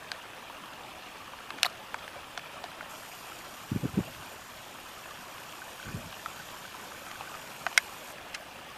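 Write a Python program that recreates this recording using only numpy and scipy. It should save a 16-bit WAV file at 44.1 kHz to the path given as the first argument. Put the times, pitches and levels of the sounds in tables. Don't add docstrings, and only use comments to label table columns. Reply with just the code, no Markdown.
import sys
import numpy as np
from scipy import signal
from scipy.io import wavfile
from scipy.ndimage import uniform_filter1d

SR = 44100
rng = np.random.default_rng(int(sys.argv[2]) if len(sys.argv) > 2 else 0)


def pcm_store(signal):
    levels = np.round(np.clip(np.atleast_2d(signal), -1, 1) * 32767)
    wavfile.write(sys.argv[1], SR, levels.astype(np.int16).T)


def gain_from_decibels(decibels):
    exponent = np.asarray(decibels, float) / 20
    return 10 ** exponent


N = 386757
TIME = np.arange(N) / SR
HZ = np.fft.rfftfreq(1024, 1 / SR)[:, None]
FRAMES = np.arange(0, N + 256, 256).clip(0, N - 1)

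# frequency in Hz, density in dB per Hz.
RUSH = [(25, -14), (90, -5), (310, -4), (450, -6), (750, -3.5), (1250, -2.5), (1500, -5.5), (1750, -5),
        (2050, -10), (2500, -5), (3200, -6.5), (3900, -13.5), (8500, -20), (15000, -22.5)]
# time in seconds, level in dB.
FLOW = [
    (0.0, -47),
    (2.39, -46.3),
    (4.49, -47),
    (7.79, -45.5),
    (8.77, -47),
]
SPRAY_DB, SURGE_DB = -1, 1
BUBBLES_PER_S, BUBBLES_DB = 560, -11
FIZZ_PER_S, FIZZ_DB = 1200, -9.5


def creek():
    level_db = follow(FLOW)
    bubbles = gain_from_decibels(BUBBLES_DB) * grains(BUBBLES_PER_S, 520, 2600, cycles=7.0, spread_db=2.5, glide=.04)
    fizz = gain_from_decibels(FIZZ_DB) * grains(FIZZ_PER_S, 3300, 12000, cycles=3.3, spread_db=4.5, glide=.024)
    rush = rng.standard_normal(N)
    hz, colour_db = np.transpose(RUSH)
    water_db = np.interp(np.log(HZ + 1), np.log(hz), colour_db)
    spray_db = np.clip(np.log2((HZ + 1) / 3000), 0, 1) * SPRAY_DB
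    surge_db = SURGE_DB / (1 + (HZ / 520) ** 6)
    field_db = water_db + spray_db + surge_db
    return gain_from_decibels(level_db + 1) * shaped(rush + bubbles + fizz, field_db, patchy_db=1.5, flicker_db=.73)


def grains(per_s, low_hz, high_hz, cycles, spread_db, glide, count=12):
    which = rng.integers(0, count, N)
    size_db = spread_db * np.minimum(rng.exponential(1, N), 4)
    size = gain_from_decibels(size_db) * (rng.random(N) < per_s / SR)
    out = np.zeros(N)
    for k, hz in enumerate(np.geomspace(low_hz, high_hz, count)):
        u = np.arange(int(3 * cycles / hz * SR)) * hz / SR / cycles
        wavelet = u * np.exp(-3 * u) * np.sin(2 * np.pi * cycles * u * (1 + glide * u))
        out += signal.oaconvolve(size * (which == k), wavelet / np.linalg.norm(wavelet))[:N]
    return evened(out)


# time in seconds, level in dB.
LOAD = [
    (2.9, -53),
    (3.5, -54.5),
    (4.9, -56.5),
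    (6.2, -54),
    (7.0, -55),
    (8.0, -54),
    (8.13, -52),
]
# frequency in Hz, width in Hz, level in dB.
BARREL = [(4230, 940, -3), (4920, 600, -2), (5740, 970, -0.5), (7050, 1200, 1.5), (8820, 2400, -3),
          (11340, 860, -5.5), (12280, 1060, -1), (13000, 900, -1.5)]
# middle in seconds, swell in dB, half length in seconds.
STIFF = [
    (4.2, 12, .5),
    (5.8, 6, .6),
    (7.0, 15, .6),
]
# start in seconds, peak in dB.
BINDS = [
    (5.618, -32),
    (5.798, -35),
    (5.828, -37),
    (5.857, -36),
    (5.885, -34),
    (6.398, -35),
    (6.652, -34),
    (7.273, -36),
]
ZOOM_START_S, ZOOM_END_S, RAMP_S, IDLE_DB = 2.87, 8.15, .025, -90
BARREL_LENGTH, BARREL_DRIFT_PER_S = .99, -.002
BUZZ_HZ, BUZZ_T60, BUZZ_DB = 1516, .03, -9
SHAFT_HZ, THROB = 33.3, [.12, .14, .18]


def lens_motor():
    running = np.clip(np.minimum(TIME - ZOOM_START_S, ZOOM_END_S - TIME) / RAMP_S, 0, 1)
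    level_db = IDLE_DB + running * (follow(LOAD) - IDLE_DB)

    throb = np.ones(N)
    for k, depth in enumerate(THROB):
        throb += depth * np.cos(2 * np.pi * (k + 1) * SHAFT_HZ * TIME + k)
    length = (BARREL_LENGTH + BARREL_DRIFT_PER_S * (TIME - ZOOM_START_S))[FRAMES]
    barrel = sum(gain_from_decibels(2 * db) / (1 + (2 * (HZ - hz * length) / width) ** 2) ** 2 for hz, width, db in BARREL)
    housing = 1 + (HZ / 13300) ** 60
    field_db = 10 * np.log10(barrel / housing)
    whir = shaped(throb * rng.standard_normal(N), field_db, patchy_db=2.1, flicker_db=1.3)

    buzz_db = BUZZ_DB + sum(db * np.exp(-((TIME - s) / half) ** 2) for s, db, half in STIFF)
    turn = np.floor(SHAFT_HZ * TIME + .7).astype(int)
    strength = gain_from_decibels(3.6 * rng.standard_normal(400))
    knocks = np.diff(turn, prepend=0) * strength[turn]
    rattle = signal.oaconvolve(knocks, ring(BUZZ_HZ, BUZZ_T60, rise=.001))[:N]
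    buzz = gain_from_decibels(buzz_db - 7) * evened(rattle)

    out = gain_from_decibels(level_db) * (whir + buzz)
    for s, db in BINDS:
        add(out, s, gain_from_decibels(db + 2.5) * ring(BUZZ_HZ, BUZZ_T60, rise=.0006))
    return out


# frequency in Hz, level in dB, t60 in seconds.
TWIG = [(1515, -1, 0.02), (2125, 0.5, 0.02), (2570, -8, 0.013), (3295, -7, .014), (3900, -10, 0.016),
        (4740, -14, 0.022), (5620, -1.5, 0.0093), (6800, -11, .008), (8500, -15, .01), (9900, -17, 0.0095)]
SNAP_S, SNAP_DB = 7.7765, -7.5


def twig_snap(out):
    modes = [(-1) ** k * gain_from_decibels(db) * ring(hz, t60, rise=.00016) for k, (hz, db, t60) in enumerate(TWIG)]
    add(out, SNAP_S, gain_from_decibels(SNAP_DB) * sum(modes))


# start in seconds, peak in dB, low ring in Hz, crack against the low ring in
# dB.
TICKS = [(0.499, -30.5, 929, -14), (0.638, -33, 1090, -12), (1.279, -34.5, 1180, -14),
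         (1.335, -29.5, 1020, -13), (1.389, -37, 1660, -4), (1.505, -23, 1140, -1),
         (1.586, -25.5, 1480, -1), (2.079, -26.5, 1630, -1), (2.232, -36, 1110, -8), (2.394, -32, 1740, -2),
         (2.809, -25.5, 1450, -14), (4.148, -32, 1200, 7), (5.109, -37, 1140, 2), (5.382, -32.5, 1100, -1),
         (6.127, -32, 1090, -4), (6.26, -20.5, 1300, -13), (6.312, -37, 760, -1), (6.92, -33, 1230, -10),
         (7.065, -33, 716, -6), (7.114, -28, 1200, 3), (7.209, -27, 826, -13), (7.342, -29, 1250, -8),
         (7.715, -33, 902, -7), (7.728, -29, 692, 0), (8.183, -36, 1690, -11), (8.664, -38, 1240, 5)]
# start in seconds, peak in dB, low ring in Hz, crack in Hz, crack against the low
# ring in dB.
SPLINTERS = [(1.5825, -31, 1100, 4400, 4), (1.6313, -4, 1410, 3900, 13), (1.6326, -22, 1310, 3700, 3),
             (1.635, -24, 1700, 2600, -15), (1.6463, -22, 1900, 4000, -13), (1.6487, -16, 1890, 2600, -10),
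             (1.648, -27, 720, 2400, -10), (1.6563, -21, 1220, 4300, -10), (1.664, -21, 1250, 4200, -12),
             (1.669, -32, 1200, 2400, -10), (1.6995, -35, 3400, 9000, 3), (7.35, -30, 1200, 2500, -10),
             (7.837, -38, 3000, 8000, 5)]
# start in seconds, peak in dB, low ring in Hz, crack in
# Hz, crack against the low ring in dB.
BREAKS = [(.1172, -16, 1550, 3900, 0), (1.9436, -16.5, 900, 1250, 3), (1.9436, -29, 1450, 6000, -3),
          (2.6405, -24, 690, 3600, -3), (2.3764, -18.5, 1450, 3400, 1), (2.3766, -26, 700, 6000, -3),
          (7.6655, -13.5, 680, 1470, 2), (7.6652, -31, 1100, 5000, 5), (1.632, -26, 680, 2700, -3),
          (1.6545, -27, 670, 1200, -8), (1.6615, -27, 660, 1200, -8), (7.777, -24, 660, 1200, -8)]
TICK_T60, TICK_CRACK_HZ, TICK_CRACK_SPREAD = .021, 2800, .1
SPLINTER_CYCLES, BREAK_CYCLES = 20, 23
DAMP_HZ = 8500


def ticks_and_breaks():
    out = np.zeros(N)
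    for s, db, hz, high_db in TICKS:
        chance = rng.standard_normal(900)
        high_hz = TICK_CRACK_HZ * (1 + TICK_CRACK_SPREAD * np.tanh(chance[-1]))
        add(out, s, tick(db, hz, TICK_T60, high_hz, high_db, chance))
    for rows, cycles in ((SPLINTERS, SPLINTER_CYCLES), (BREAKS, BREAK_CYCLES)):
        for s, db, hz, high_hz, high_db in rows:
            add(out, s, tick(db, hz, cycles / hz, high_hz, high_db, rng.standard_normal(900)))
    return signal.sosfilt(signal.butter(2, DAMP_HZ, fs=SR, output="sos"), out)


def tick(db, low_hz, t60, high_hz, high_db, chance):
    t = np.arange(len(chance)) / SR
    debris = .26 * chance * gain_from_decibels(-60 * t / (.5 * t60))
    fracture = debris - (t == 0)
    broad = resonate(resonate(fracture, .74 * high_hz, .87 * high_hz), .83 * high_hz, 1.22 * high_hz)
    crack = broad + 1.3 * resonate(fracture, high_hz, .088 * high_hz)
    body = ring(low_hz, t60) - .46 * ring(1.54 * low_hz, .48 * t60)
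    add(body, 0, gain_from_decibels(high_db + 6.5) * crack / abs(crack).max())
    return gain_from_decibels(db) * body / abs(body).max()


# start in seconds, rms in dB, t60 in
# seconds, centre in Hz, width in Hz.
CRUNCHES = [(8.3412, -32, .03, 2000, 1100), (8.3458, -25.5, 0.035, 2360, 950),
            (8.348, -28, 0.036, 1550, 400), (8.345, -32, 0.04, 5500, 3000),
            (1.6315, -23, 0.016, 2700, 1200), (1.6311, -14, .006, 8800, 3000),
            (1.6538, -21.5, 0.022, 4050, 600), (1.6612, -21.5, 0.016, 4100, 550),
            (7.7768, -16, 0.013, 8500, 6800), (7.778, -22, 0.045, 1800, 900),
            (1.6485, -34, .012, 11000, 5000), (1.654, -31, .012, 13000, 3000),
            (1.6615, -32, .012, 10500, 3500), (1.6642, -31, .014, 12000, 5000)]
RISE_SHARE = .04


def crunches(out):
    t = np.arange(4000) / SR
    for s, db, t60, hz, width in CRUNCHES:
        chance = rng.standard_normal(4000)
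        rough = chance * np.sqrt(abs(chance[::-1]))
        noise = evened(resonate(resonate(rough, hz, width), hz, 2 * width))
        shape = (1 - np.exp(-t / (RISE_SHARE * t60))) * gain_from_decibels(-60 * t / t60)
        add(out, s, gain_from_decibels(db) * noise * shape)


def undergrowth():
    out = ticks_and_breaks()
    crunches(out)
    twig_snap(out)
    t = np.arange(3000) / SR
    sparse = rng.choice([-1., 1.], 3000) * (rng.random(3000) < .06)
    echoes = sparse * gain_from_decibels(-60 * t / .035) * (t > .0012)
    out += gain_from_decibels(-17.5) * signal.oaconvolve(out, echoes / np.linalg.norm(echoes))[:N]
    return signal.sosfilt(signal.butter(3, [420, 14000], "band", fs=SR, output="sos"), out)


# middle in seconds, rms in dB, half length in seconds.
GUSTS = [(3.728, -38, .012), (3.765, -34, 0.011), (3.80, -43, .02), (3.849, -34, .022), (3.89, -44, .025),
         (3.985, -32, 0.027), (4.07, -47.5, .05), (4.192, -49, .04), (5.885, -40, 0.03),
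         (5.958, -40.5, 0.048), (6.06, -45.5, 0.046)]
# middle in seconds, peak in dB.
POPS = [(3.7196, -19), (3.728, -28), (3.752, -26), (3.7623, -18), (3.77, -29), (3.8335, -27), (3.8402, -30),
        (3.856, -20), (3.9424, -30), (3.9746, -22.5), (3.9801, -19), (3.99, -15.5), (4.007, -26),
        (5.9463, -27.5), (5.9529, -32), (5.9638, -31)]
EDDY_HZ, EDDY_DB, EDDY_DB_PER_OCTAVE = 240, -42, 13
POP_WIDTH_S, POP_DB, POP_DB_PER_HALVING = .0022, -24, 13


def wind():
    out = np.zeros(N)
    t = (np.arange(9000) - 4500) / SR
    for s, db, half in GUSTS:
        top_hz = EDDY_HZ * 2 ** ((db - EDDY_DB) / EDDY_DB_PER_OCTAVE)
        lowpass = signal.butter(3, top_hz, fs=SR, output="sos")
        eddies = signal.sosfilt(lowpass, rng.standard_normal(9000))
        add(out, s - 4500 / SR, gain_from_decibels(db) * evened(eddies) * np.exp(-(t / half) ** 2))
    for s, db in POPS:
        width_s = POP_WIDTH_S * 2 ** ((POP_DB - db) / POP_DB_PER_HALVING)
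        u = (np.arange(800) - 400) / SR / width_s
        add(out, s - 400 / SR, gain_from_decibels(db) * (1 - 2.14 * u ** 2) * np.exp(-(.97 * u) ** 2))
    return signal.sosfilt(signal.butter(2, 60, "high", fs=SR, output="sos"), out)


def shaped(x, field_db, patchy_db, flicker_db):
    z = signal.stft(x, nperseg=1024, noverlap=768)[2]
    patches, flicker = rng.standard_normal((2, *z.shape))
    patches = evened(uniform_filter1d(uniform_filter1d(patches, size=5, axis=0), size=12, axis=1))
    flicker = evened(uniform_filter1d(uniform_filter1d(flicker, size=120, axis=0), size=2, axis=1))
    z *= gain_from_decibels(field_db + patchy_db * patches + flicker_db * flicker)
    return evened(signal.istft(z, nperseg=1024, noverlap=768)[1][:N])


def ring(hz, t60, rise=.00018):
    t = np.arange(int(.12 * SR)) / SR
    return gain_from_decibels(-60 * t / t60) * (1 - np.exp(-t / rise)) * np.sin(2 * np.pi * hz * t)


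def resonate(x, hz, width):
    turn = np.exp(2j * np.pi * np.cumsum(hz * np.ones(len(x))) / SR)
    r = np.exp(-np.pi * width / SR)
    smooth = signal.lfilter([1 - r], [1, -r], x / turn)
    return 2 * (turn * smooth).real


def follow(rows):
    s, level = np.transpose(rows)
    return np.interp(TIME, s, level)


def evened(x):
    return x / np.sqrt(np.mean(x ** 2) + 1e-20)


def add(mix, s, sound):
    part = mix[round(s * SR):][:len(sound)]
    part += sound[:len(part)]


def scene():
    return np.tile(creek() + lens_motor() + undergrowth() + wind(), (2, 1))


def low_pass(x):
    return signal.sosfilt(signal.butter(12, 16350, fs=SR, output="sos"), x)


EDGE_HZ = 15000
PARTS_PER_S, PART_S, PART_DB, PART_FOLLOW_DB = 3.6, .06, -66.5, -22


def record(dry):
    hiss = evened(signal.lfilter([1], [1, -.7], rng.standard_normal(N)))
    starts = 1. * (rng.random(N) < PARTS_PER_S / SR)
    parted = signal.oaconvolve(starts, signal.windows.tukey(round(PART_S * SR), .4))[:N]
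    treble = np.sqrt(abs(uniform_filter1d(np.diff(dry[0], prepend=0) ** 2, size=900)))
    difference = gain_from_decibels(PART_DB) * np.minimum(parted, 1)
    difference += gain_from_decibels(PART_FOLLOW_DB) * np.maximum(treble - gain_from_decibels(-46), 0)
    edge = signal.firwin(801, EDGE_HZ, window=("kaiser", 3.5), fs=SR)[None]
    limited = signal.oaconvolve(dry + np.outer([1, -1], difference * hiss), edge, "same")
    return low_pass(limited)


dry = scene()
out = record(dry)
pcm_store(out)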